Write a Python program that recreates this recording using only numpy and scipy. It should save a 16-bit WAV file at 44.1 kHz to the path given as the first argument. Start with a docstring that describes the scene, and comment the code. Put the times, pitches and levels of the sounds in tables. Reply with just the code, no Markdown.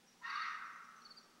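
"""A fox screams once, some way off among trees at night. Rough fold pulses and breath pass through
its throat, and the hoarse cry reaches the microphone directly, off the ground and off the trunks,
then rings on in the wood. Close by, a small chirper gives two runs of three falling, near-pure
chirps; fainter ones twitter further out. Under it all lie a quiet night hiss, a distant low hum
and a soft low rush."""
import sys
import numpy as np
from scipy import signal
from scipy.fft import rfft, irfft
from scipy.io import wavfile
from scipy.ndimage import uniform_filter1d

SR = 44100
rng = np.random.default_rng(int(sys.argv[2]) if len(sys.argv) > 2 else 0)


def output_pcm(signal):
    """Save a mono or channel-first signal as 16-bit PCM at the path in sys.argv[1].

    Samples are clipped to [-1, 1] before scaling.
    """
    pcm = np.clip(np.atleast_2d(signal).T, -1, 1) * 32767
    wavfile.write(sys.argv[1], SR, np.round(pcm).astype(np.int16))


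N = 61739

# spectrum of the night hiss: f/Hz, relative level/dB
HISS_SPECTRUM = [(15, 0), (25, -39), (55, -19), (246, -4), (359, -4), (445, -6), (684, -8), (782, -4.5),
                 (1080, -9.5), (1570, -9), (2170, -10), (2920, -11.5), (4750, -12), (5880, -13),
                 (15500, -29)]
# tones of the distant hum: f/Hz, width/Hz, level/dB
HUM_TONES = [(231.6, 8, -78.5), (195, 13, -86.5), (170.8, 10, -84), (127.5, 3.8, -91.5)]
# swell of the low rush: t/s, level/dB
RUSH_SWELL = [(0, -94), (.9, -86.5), (1.152, -77), (1.25, -76), (1.301, -79), (1.4, -76)]
# notes far from the microphone: middle t/s, middle f/Hz, relative level/dB
FAR_NOTES = [(0.072, 5900, -72), (0.088, 5640, -65), (0.125, 5740, -71.5), (0.193, 5930, -74),
             (0.486, 5750, -64), (0.512, 6030, -67.5), (0.662, 5726, -67), (0.696, 5650, -72),
             (0.736, 6028, -71), (.767, 6060, -71), (.833, 6097, -76), (0.852, 5654, -69),
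             (0.895, 5900, -74.5), (0.968, 6095, -69), (0.984, 5820, -70.5), (1.03, 5700, -67.5),
             (1.048, 5867, -70), (1.097, 5400, -71), (1.19, 5890, -70), (1.238, 5570, -67),
             (1.254, 5970, -80), (1.322, 5680, -93)]
# chirps close to the microphone: middle t/s, length/s, middle f/Hz, fall/Hz, level/dB
NEAR_NOTES = [(0.306, .022, 4586, 555, -46.5), (0.361, 0.024, 4520, 530, -46.5),
              (0.422, 0.027, 4526, 457, -47.5), (1.021, 0.01, 4320, 304.7, -60.5),
              (1.060, 0.034, 4490, 583, -51), (1.114, 0.033, 4504, 680, -51), (1.18, 0.038, 4610, 919, -52)]
# ring of the wood after a chirp: f/Hz, t60/s
CHIRP_DECAY = [(3000, 0.71), (9000, 0.21)]
# ring of the wood after the cry: f/Hz, t60/s
CRY_DECAY = [(300, 3.5), (900, 1.84), (1300, 1.98), (2000, 1.38), (2800, 1.23), (4500, 0.92), (8000, 1.2)]
# returns from far stands of trees: delay/s, gain/dB
FAR_RETURNS = [(.262, -22.5), (.335, -15)]
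# course of the cry: t/s, effort/dB, pitch/Hz, first resonance/Hz, roughness, shrill tone/dB
CRY_COURSE = [(.208, -30, 964.8, 986, 0.61, 11), (.219, -14, 903.5, 1005, 0.94, 6),
              (.233, -14, 919.5, 1039, 0.51, -18.5), (0.249, -1, 928.4, 1090, 0.36, -11),
              (0.288, -1.5, 958.4, 1115, .58, -5), (0.333, 0, 940.2, 1170, .72, 0),
              (0.416, 0, 943.6, 1300, 0.6, -1), (0.438, -1, 928, 1290, 1.14, -6.5),
              (0.521, -8.5, 920, 1270, .65, -11.5), (.55, -7, 920, 1260, 0.56, -15),
              (0.568, -27.5, 843, 1220, 1.11, -9)]
# upper resonances of the fox's throat: f/Hz, width/Hz, gain at full effort/dB
UPPER_RESONANCES = [(1320, 150, 1.5), (1547, 418, -3), (2051, 254, -5.5), (2590, 620, -12),
                    (3515, 360, -18.5), (4210, 1100, -17), (5850, 1170, -27)]
# clear overtones of the cry: multiple of the pitch, relative level/dB
CLEAR_OVERTONES = [(2, -1), (4, -13)]


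def amp(db):
    return 10 ** (np.asarray(db) / 20)


def unit(x):
    return x / np.sqrt(np.mean(x ** 2) + 1e-20)


def spectrum_at(points, hz):
    """Reads a spectrum on a log-frequency axis."""
    f, value = np.transpose(points)
    return np.interp(np.log(hz + 1), np.log(f + 1), value)


def add(mix, start_s, sound):
    part = mix[max(round(start_s * SR), 0):][:len(sound)]
    part += sound[:len(part)]


def delayed(x, delay_s):
    return np.interp(np.arange(N) - delay_s * SR, np.arange(N), x, left=0)


def cycles(hz):
    """Cycles completed so far at a moving frequency."""
    return np.cumsum(hz * np.ones(N)) / SR


def wander(rate_hz):
    """Smooth random drift of rms 1, moving at up to about the given rate."""
    hz = np.fft.rfftfreq(N, 1 / SR)
    return unit(irfft(rfft(rng.standard_normal(N)) * np.exp(-(hz / rate_hz) ** 2), N))


def resonate(x, hz, width_hz):
    """A steep resonance of gain 1 whose centre can glide."""
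    carrier = np.exp(2j * np.pi * cycles(hz))
    r = np.exp(-np.pi * width_hz / SR)
    envelope = signal.lfilter([(1 - r) ** 2], [1, -2 * r, r * r], x / carrier + 1e-18)
    return 2 * (carrier * envelope).real


def trunk_scatter(x, decay, build_s):
    """Echoes from many trunks build up, then each band dies at its own speed."""
    taps = rng.standard_normal(N) * (rng.random(N) < 3000 / SR)  # 3000 echoes a second
    hz, t, bands = signal.stft(taps, SR, nperseg=256)
    fade = amp(-60 * t / spectrum_at(decay, hz)[:, None])
    tail = signal.istft(bands * fade, SR, nperseg=256)[1][:N]
    tail *= 1 - np.exp(-np.arange(N) / SR / build_s)
    return signal.fftconvolve(x, tail / np.linalg.norm(tail))[:N]


def near_trunks(x, count=12, first_s=0.002, spread_s=0.038):
    """A few single echoes from the nearest trunks."""
    taps = np.zeros(N)
    for when, sign in rng.random((count, 2)):
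        taps[int((first_s + when * spread_s) * SR)] += np.sign(sign - 0.5)
    return signal.fftconvolve(x, taps / np.sqrt(count))[:N]


def night_hiss(level_db=-69.5, patchy_db=0.5):
    """The quiet bed of the wood: a soft hiss, slightly patchy in time and frequency."""
    hz = np.fft.rfftfreq(2048, 1 / SR)
    real, imag, patches = rng.standard_normal((3, len(hz), N // 512 + 5))
    patches = uniform_filter1d(patches, size=20, axis=0)
    patches = unit(uniform_filter1d(patches, size=8, axis=1))
    bands = (real + 1j * imag) * amp(spectrum_at(HISS_SPECTRUM, hz)[:, None] + patchy_db * patches)
    return amp(level_db) * unit(signal.istft(bands, nperseg=2048, noverlap=1536)[1][:N])


def distant_hum(waver_db=2):
    """Low tones a long way off, each wavering in pitch and level."""
    hum = np.zeros(N)
    for hz, width_hz, db in HUM_TONES:
        tone = np.sin(2 * np.pi * cycles(hz + width_hz / 2 * wander(rate_hz=12)))
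        hum += amp(db) * unit(tone * amp(waver_db * wander(rate_hz=27)))
    return hum


def low_rush(low_cut_hz=140):
    """A soft low rush that swells toward the end."""
    low_cut = signal.butter(4, low_cut_hz, "high", fs=SR, output="sos")
    noise = signal.sosfilt(low_cut, rng.standard_normal(N))
    level_db = np.interp(np.arange(N) / SR, *np.transpose(RUSH_SWELL))
    return amp(level_db) * unit(resonate(noise, hz=292, width_hz=580))


def chirp(length_s, hz, fall_hz, arch_hz, octave_db=-32):
    """A near-pure note that swells and fades while its pitch falls along an arch."""
    position = np.linspace(-1, 1, int(length_s * SR))
    pitch = hz - fall_hz * position / 2 - arch_hz * position ** 2
    phase = 2 * np.pi * np.cumsum(pitch) / SR
    return np.cos(np.pi * position / 2) ** 2 * (np.sin(phase) + amp(octave_db) * np.sin(2 * phase))


def far_twitter(length_s=0.039, warble_hz=108, ring_db=-5.5, gain_db=-0.5):
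    """Faint arched notes that warble far out among the trees, blurred by distance."""
    notes = np.zeros(N)
    for middle_s, hz, db in FAR_NOTES:
        add(notes, middle_s - length_s / 2, amp(db) * chirp(length_s, hz, fall_hz=150, arch_hz=590))
    warble = np.exp(2j * np.pi * cycles(warble_hz * wander(rate_hz=57)))
    notes = (signal.hilbert(notes) * warble).real
    return amp(gain_db) * (notes + amp(ring_db) * trunk_scatter(notes, CHIRP_DECAY, build_s=0.01))


def near_chirper(ground_db=-10, echo_db=-13, ring_db=-14):
    """Two runs of falling chirps close to the microphone, beating against their own ground echo."""
    notes = np.zeros(N)
    for middle_s, length_s, hz, fall_hz, db in NEAR_NOTES:
        add(notes, middle_s - length_s / 2, amp(db) * chirp(length_s, hz, fall_hz, arch_hz=287))
    ground = amp(ground_db) * delayed(notes, delay_s=0.007)
    echo = amp(echo_db) * delayed(notes, delay_s=0.029)
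    ring = amp(ring_db) * trunk_scatter(notes, CHIRP_DECAY, build_s=0.035)
    return notes + ground + echo + ring


def through_wood(cry, direct_db=0.5, ground_db=-5, early_db=0.5, ring_db=1.5):
    """Paths to the microphone: direct, off the ground, off near trunks, a dull ring, far returns."""
    direct_and_ground = amp(direct_db) * (cry + amp(ground_db) * delayed(cry, delay_s=0.00815))
    early = amp(early_db) * near_trunks(cry)
    dull = signal.lfilter(*signal.butter(1, 3540, fs=SR), cry)
    ring = amp(ring_db) * trunk_scatter(dull, CRY_DECAY, build_s=0.027)
    duller = signal.lfilter(*signal.butter(2, 1700, fs=SR), cry)
    returns = sum(amp(db) * delayed(duller, delay_s) for delay_s, db in FAR_RETURNS)
    return direct_and_ground + early + ring + returns


def vocal_folds(pitch, rough, jitter=0.045, pulse_db=-10.5, fundamental_db=-8.5):
    """Unsteady fold pulses give way to puffs of air, one a cycle, as the voice roughens."""
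    turns = cycles(pitch * (1 + jitter * rough * wander(rate_hz=211.8)))
    overtones = sum(np.cos(2 * np.pi * k * turns) / k for k in range(2, 8))
    pulses = amp(pulse_db) * unit(overtones + amp(fundamental_db) * np.cos(2 * np.pi * turns))
    airflow = 0.5 + np.exp(-(turns % 1) / 0.17)
    puffs = unit(airflow * rng.standard_normal(N))
    return ((1 - rough) * pulses + rough * puffs) / np.hypot(1 - rough, rough)


def throat(drive, first_hz, effort_db, first_db=-3, treble_hz=2300, low_cut_hz=836):
    """The first resonance rises as the jaw opens; the upper ones hold still and brighten with effort."""
    voice = amp(first_db) * resonate(drive, first_hz, width_hz=197)
    for k, (hz, width_hz, db) in enumerate(UPPER_RESONANCES):
        gain = amp(db + 0.1 * effort_db * (hz > treble_hz))
        voice -= (-1) ** k * gain * resonate(drive, hz, width_hz)  # neighbours alternate in sign
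    return signal.sosfilt(signal.butter(6, low_cut_hz, "high", fs=SR, output="sos"), voice)


def shrill_tone(first_hz, rough, jitter=0.0357):
    """An unsteady tone locked to the first throat resonance."""
    return np.sin(2 * np.pi * cycles(first_hz * (1 + jitter * rough * wander(rate_hz=91.5))))


def clear_overtones(pitch, rough, jitter=0.006):
    """Thin, nearly pure overtones that stand out where the voice is least rough."""
    turns = cycles(pitch * (1 + jitter * wander(rate_hz=60)))
    return (1 - rough) * sum(amp(db) * unit(np.sin(2 * np.pi * k * turns)) for k, db in CLEAR_OVERTONES)


def fox_scream(gain_db=-46.5, rasp_db=2.5):
    """One hoarse cry: throbbing folds drive the throat; a shrill tone and clear overtones ride on it."""
    t = np.arange(N) / SR
    when, *columns = np.transpose(CRY_COURSE)
    effort_db, pitch, first_hz, rough, shrill_db = (np.interp(t, when, c) for c in columns)
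    rough = np.clip(rough, 0, 1)
    folds = vocal_folds(pitch, rough)
    rasp = amp(rasp_db * rough * wander(rate_hz=116))  # uneven throb of the folds
    hoarse = unit(throat(rasp * folds, first_hz, effort_db))
    shrill = amp(shrill_db) * unit(rasp * shrill_tone(first_hz, rough))
    voice = (hoarse + shrill) / np.hypot(1, amp(shrill_db)) + clear_overtones(pitch, rough)
    sounding = (t > when[0]) & (t < when[-1])
    return voice * amp(gain_db + effort_db) * sounding


def scene():
    """One microphone in the wood at night: the fox some way off, the chirper close by."""
    calls = through_wood(fox_scream()) + near_chirper() + far_twitter()
    return (calls + night_hiss() + distant_hum() + low_rush())[None]


def record(dry, whine_hz=15732, whine_db=-96, band_limit_hz=15850):
    """A faint electrical whine joins the microphone signal ahead of the recorder's band limit."""
    whine = amp(whine_db) * unit(np.sin(2 * np.pi * whine_hz * np.arange(N) / SR))
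    low_pass = signal.firwin(511, band_limit_hz, window=("kaiser", 9), fs=SR)
    return signal.oaconvolve(dry + whine, low_pass[None], "same")


dry = scene()
out = record(dry)
output_pcm(out)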